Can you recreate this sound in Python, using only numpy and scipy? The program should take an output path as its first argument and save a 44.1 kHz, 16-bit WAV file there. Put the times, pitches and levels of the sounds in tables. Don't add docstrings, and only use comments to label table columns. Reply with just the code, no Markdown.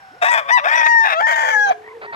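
import sys
import numpy as np
from scipy import signal
from scipy.fft import rfft, irfft, next_fast_len
from scipy.io import wavfile
from scipy.ndimage import map_coordinates

SR = 44100
rng = np.random.default_rng(int(sys.argv[2]) if len(sys.argv) > 2 else 0)


def int16_out(signal):
    q = np.round(np.clip(np.atleast_2d(signal).T, -1, 1) * 32767)
    wavfile.write(sys.argv[1], SR, q.astype(np.int16))


N = 94815
CUTOFF_HZ = 15450


def amp(db):
    return 10 ** (np.asarray(db) / 20)


def rms_one(x):
    return x / np.sqrt(np.mean(x ** 2) + 1e-20)


def in_time(rows):
    s, *columns = np.transpose(rows)
    t = np.arange(N) / SR
    gate = np.clip(np.minimum(t - s[0], s[-1] - t) * 200, 0, 1)
    return [gate] + [np.interp(t, s, c) for c in columns]


def at_hz(points, hz):
    point_hz, values = np.array(points).T
    return np.interp(np.log(np.maximum(hz, 1)), np.log(point_hz), values)


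def coloured(x, points):
    size = next_fast_len(N + 4096)
    hz = np.arange(size // 2 + 1) * SR / size
    return irfft(rfft(x, size) * amp(at_hz(points, hz)), size)[..., :N]


def slow(hz):
    low_pass = signal.butter(2, hz, fs=SR, output="sos")
    noise = rng.standard_normal(N + 4000)
    return rms_one(signal.sosfilt(low_pass, noise)[4000:])


def placed(x, lag_ms):
    n = np.arange(N)
    return np.array([map_coordinates(x, [n + side * lag_ms * SR / 2000], order=3) for side in (1, -1)])


def air():
    # (frequency [Hz], relative density [dB per Hz])
    air_spectrum = [(60, -3.5), (128, -4.5), (300, -15), (800, -1.5), (2000, -8), (6000, -25),
                    (15200, -38.5)]
    # (frequency [Hz], likeness [-1 to 1])
    likeness = [(60, 1), (940, 0), (14800, 1)]
    level_db = -49.5
    hz = np.arange(N // 2 + 1) * SR / N
    alike = np.clip(at_hz(likeness, hz), -1, 1)
    mid, side = rfft(rng.standard_normal((2, N))) * amp(at_hz(air_spectrum, hz))
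    spectra = mid * np.sqrt(1 + alike) + side * np.sqrt(1 - alike) * [[1], [-1]]
    return amp(level_db) * rms_one(irfft(spectra, N))


def insect():
    centre_hz, width_hz, level_db, end_s = 5370, 91, -64, 0.2
    edges_hz = [centre_hz - width_hz / 2, centre_hz + width_hz / 2]
    band = signal.butter(2, edges_hz, "band", fs=SR, output="sos")
    song = rms_one(signal.sosfilt(band, rng.standard_normal((2, N))))
    return amp(level_db) * (np.arange(N) < end_s * SR) * song


def steps():
    # (start [s], length [s], level [dB])
    step_times = [(1.659, 0.071, -29.5), (1.87, 0.012, -39.5), (2.011, 0.0566, -32), (2.122, 0.041, -29)]
    # (frequency [Hz], relative density [dB per Hz])
    grass = [(300, -31), (550, -13.5), (1400, -13), (2400, -18.5), (3000, -34.5), (4500, -30), (5800, -62)]
    cracks_per_s, rustle, attack_s, release_s = 7000, 0.18, 0.0093, 0.0042
    t = np.arange(N) / SR
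    cracks = (rng.random(N) < cracks_per_s / SR) * rng.standard_normal(N)
    cracks = cracks + rustle * rng.standard_normal(N)
    shape = np.zeros(N)
    for start, length, db in step_times:
        rise = np.clip((t - start) / attack_s, 0, 1)
        fall = np.clip((start + length - t) / release_s, 0, 1)
        shape += amp(db) * rise * fall
    return shape * rms_one(coloured(cracks, grass))


def far_call(rows, partials_db, rough):
    gate, hz, db = in_time(rows)
    phase = 2 * np.pi * np.cumsum(hz) / SR + rough * slow(38)
    call = np.zeros(N)
    for k, partial_db in enumerate(partials_db, 1):
        call += amp(partial_db) * (1 + rough * slow(58)) * np.sin(k * phase)
    return gate * amp(db) * call * np.sqrt(2)


def far_birds():
    # (time [s], pitch [Hz], level [dB])
    first_call = [(0, 791, -49), (.23, 712, -52)]
    rise_call = [(.11, 231.6, -53), (.18, 557, -42)]
    yelp_call = [(1.75, 763, -73), (1.87, 970, -47), (1.915, 1060, -49), (1.98, 840, -52.5)]
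    last_call = [(2.03, 865, -52), (2.09, 950, -39), (2.15, 919, -42)]
    low_note = [(1.43, 516, -34.5), (1.6, 507.5, -33), (1.68, 451, -41), (1.75, 427, -40),
                (1.915, 435.7, -38), (1.93, 442, -42), (1.95, 472, -33.5), (2.056, 426.3, -39),
                (2.12, 407, -38)]
    far_partials = [1.5, 2]
    low_partials = [-4.5]
    rough = 0.43
    far = placed(far_call(first_call, far_partials, rough), 0.25)
    yelp = far_call(yelp_call, far_partials, 2 * rough)
    far += placed(yelp + far_call(rise_call, low_partials, rough), 0.15)
    far += placed(far_call(last_call, far_partials, rough), -0.21)
    return far + placed(far_call(low_note, low_partials, 0.37), -0.24)


def upper_voice(phase, hz, second_db, upper_db, rasping):
    # (frequency [Hz], gain [dB])
    throat_gain = [(2800, -1), (3400, 4.5), (4500, -6.5), (5990, 7), (8000, -17.5), (15000, -25)]
    low_register_hz, low_tilt_db = 764, -16
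    waver = 0.71
    voice = amp(second_db) * np.sin(2 * phase - .3)
    tilt_db = low_tilt_db * np.clip((low_register_hz - hz) / 40, 0, 1)
    for k in range(3, 22):
        level = amp(upper_db + at_hz(throat_gain, k * hz) + tilt_db * np.log2(k / 8))
        level = level * (k * hz < CUTOFF_HZ) * (1 - .8 * rasping) * (1 + waver * slow(12.0))
        voice += level * np.sin(k * phase + k * k)
    return voice


def rasp(phase, hz, stretches, shapes):
    # (frequency [Hz], relative density [dB per Hz])
    throat = [(350, -65), (520, -23), (690, -9.5), (820, -14.5), (1050, -7), (1300, -14), (1600, -5),
              (1900, -12), (2140, -13.5), (2440, -8), (2750, -30), (3500, -13.5), (3750, -44), (5000, -30),
              (5800, -40.5), (7300, -43), (9500, -50), (15300, -49.5)]
    jitter_rad, breath, rate_swing, unevenness = .06, .55, .85, .35
    bright_hz, bright_octaves = 6900, .3
    shaky = phase + jitter_rad * slow(330)
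    pulses = sum(np.cos(k * shaky + 0.326 * k * k) for k in range(22))
    pulses = pulses + breath * rng.standard_normal(N)
    swing = rate_swing * slow(119.6)
    uneven = 1 + unevenness * slow(90)
    out = np.zeros(N)
    for (_, _, db, bright_db, tuning, share), shape in zip(stretches, shapes):
        flutter_hz = share * hz * (1 + swing * (.53 - share))
        flutter = uneven * np.cos(2 * np.pi * np.cumsum(flutter_hz) / SR)
        colour = []
        for f, d in throat:
            band = np.exp(-(np.log2(f / bright_hz) / bright_octaves) ** 2)
            top = .5 * (f > 2 * bright_hz - 4000)
            colour.append((f * tuning, d + bright_db * (band + top)))
        burst = rms_one(coloured(shape * flutter * pulses, colour))
        out += amp(db) * burst * np.sqrt(np.mean(shape ** 2))
    return out


def near_crow():
    # (time [s], pitch [Hz], 1st partial [dB], 2nd partial [dB], upper partials [dB])
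    crow_line = [(.214, 700, -24, -32, -60), (.225, 695.6, -11, -23, -65), (.244, 721.3, -10, -23.5, -51),
                 (.25, 895, -24, -18, -45), (.29, 958, -17, -13.5, -38), (.33, 960, -17, -13.5, -38),
                 (.378, 875, -25, -20, -60), (.384, 696.4, -23, -26, -60), (.41, 607.6, -36, -29, -70),
                 (.445, 545, -48, -34, -75), (.485, 570, -40.5, -29, -69), (.502, 718, -25, -35, -42),
                 (.508, 927, -21, -9, -36), (.54, 998, -13.5, -12, -35), (.575, 971.7, -14, -11, -40),
                 (.595, 835, -29, -26, -50), (.6, 560, -45, -28, -70), (.64, 590, -30, -27, -60),
                 (.668, 704.8, -15, -17.5, -62), (.682, 872.8, -24, -13.5, -32),
                 (.77, 973, -16, -13.5, -22), (.835, 920, -17.5, -14, -40), (.9, 940, -15, -11, -42),
                 (.99, 916, -14, -8, -46), (1.07, 875, -19, -16, -40), (1.1, 687, -28, -26, -81),
                 (1.14, 622.8, -26.5, -26, -60), (1.17, 650.3, -21, -20, -50), (1.208, 700, -16, -13, -50),
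                 (1.216, 871, -14.5, -24.5, -50), (1.245, 890.4, -18.5, -10, -50.5),
                 (1.29, 934.3, -19, -15.5, -40), (1.5, 883.7, -18, -18, -36), (1.57, 843, -24, -10, -42),
                 (1.65, 820, -15, -13, -46), (1.695, 780, -11, -23, -42), (1.712, 735, -6, -40, -65),
                 (1.73, 630, -30, -40.5, -72)]
    # (start [s], end [s], level [dB], bright band [dB], throat tuning [ratio], flutter [share of pitch])
    stretches = [(0.221, 0.291, -14.5, 11, 1.075, 0.28), (0.309, 0.347, -19.5, 24, 1.08, 0.4),
                 (0.332, 0.398, -14.5, 6, 1.01, 0.27), (0.379, 0.495, -34.5, 5, 0.99, .2),
                 (0.49, 0.516, -15.5, -7.5, 1.035, 0.25), (0.576, 0.598, -12.5, -18, 1.09, 0.15),
                 (0.642, 0.845, -18, -2, 1.044, 0.36), (0.859, 0.88, -13.5, 0, 1.1, 0.34),
                 (1.041, 1.145, -15.5, -3.5, 1.087, 0.27), (1.201, 1.229, -20, 9, 0.93, 0.27),
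                 (1.267, 1.345, -17.5, 15.5, 0.94, .33), (1.354, 1.515, -20.5, 20, 0.945, 0.28),
                 (1.509, 1.548, -21.5, 17, 0.96, .5), (1.706, 1.73, -24.5, 3, 0.96, 0.37)]
    # (time [s], gain [dB], phase [rad])
    left_echo = [(.24, -3, 0.5), (.29, 2.5, 0.5), (.58, 4.5, 0), (.66, 1, 0), (1.5, -1.5, -0.5),
                 (1.55, 3.5, 3), (1.655, -12.5, 1.5), (1.665, -21, -1.2), (1.74, 9.5, 0.33)]
    attack_s, release_s, locked_release_s = 0.016, 0.023, 0.12
    tone_waver = 0.26
    gate, hz, first_db, second_db, upper_db = in_time(crow_line)
    t = np.arange(N) / SR
    shapes = []
    for start, end, _, _, _, share in stretches:
        fall_s = release_s if share < .45 else locked_release_s
        shapes.append(np.clip(np.minimum((t - start) / attack_s, (end - t) / fall_s) + .5, 0, 1))
    rasping = np.minimum(sum(shapes), 1)
    phase = 2 * np.pi * np.cumsum(hz) / SR + tone_waver * rasping * slow(72.0)
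    gate = gate * (1 + tone_waver * rasping * slow(104))
    first = gate * np.sqrt(2) * amp(first_db) * np.exp(1j * phase)
    rest = gate * np.sqrt(2) * upper_voice(phase, hz, second_db, upper_db, rasping)
    rest += rasp(phase, hz, stretches, shapes)
    _, left_db, left_rad = in_time(left_echo)
    left_first = first * amp(left_db) * np.exp(1j * left_rad)
    return rest + left_first.imag, rest + first.imag


def scattered(crow):
    level_db, t60_s = -19.5, 0.35
    decay = amp(-60 * np.arange(SR // 2) / SR / t60_s)
    tail = rng.standard_normal((2, SR // 2)) * decay
    return amp(level_db) * signal.fftconvolve(crow[None], tail / np.linalg.norm(tail[0]), axes=1)[:, :N]


def near_rooster():
    # (time [s], lag [ms])
    crow_lag = [(.2, 0.28), (1.75, 0.52)]
    # (frequency [Hz], loss [dB])
    shadow = [(540, 0.5), (1630, 7.5), (4920, 12), (8000, 25.5), (14800, 8)]
    toward_left, crow = near_crow()
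    lag_ms = in_time(crow_lag)[1]
    left = placed(toward_left, lag_ms)[0]
    right = placed(crow, lag_ms)[1]
    direct = np.array([left, coloured(right, [(hz, -db) for hz, db in shadow])])
    return direct + scattered(crow)


def scene():
    background = air() + insect()
    return background + placed(steps(), -0.26) + far_birds() + near_rooster()


def record(dry):
    high_pass = signal.butter(2, 90, "high", fs=SR, output="sos")
    low_pass = signal.cheby2(16, 70, CUTOFF_HZ, fs=SR, output="sos")
    return signal.sosfilt(np.vstack([high_pass, low_pass]), dry)


dry = scene()
out = record(dry)
int16_out(out)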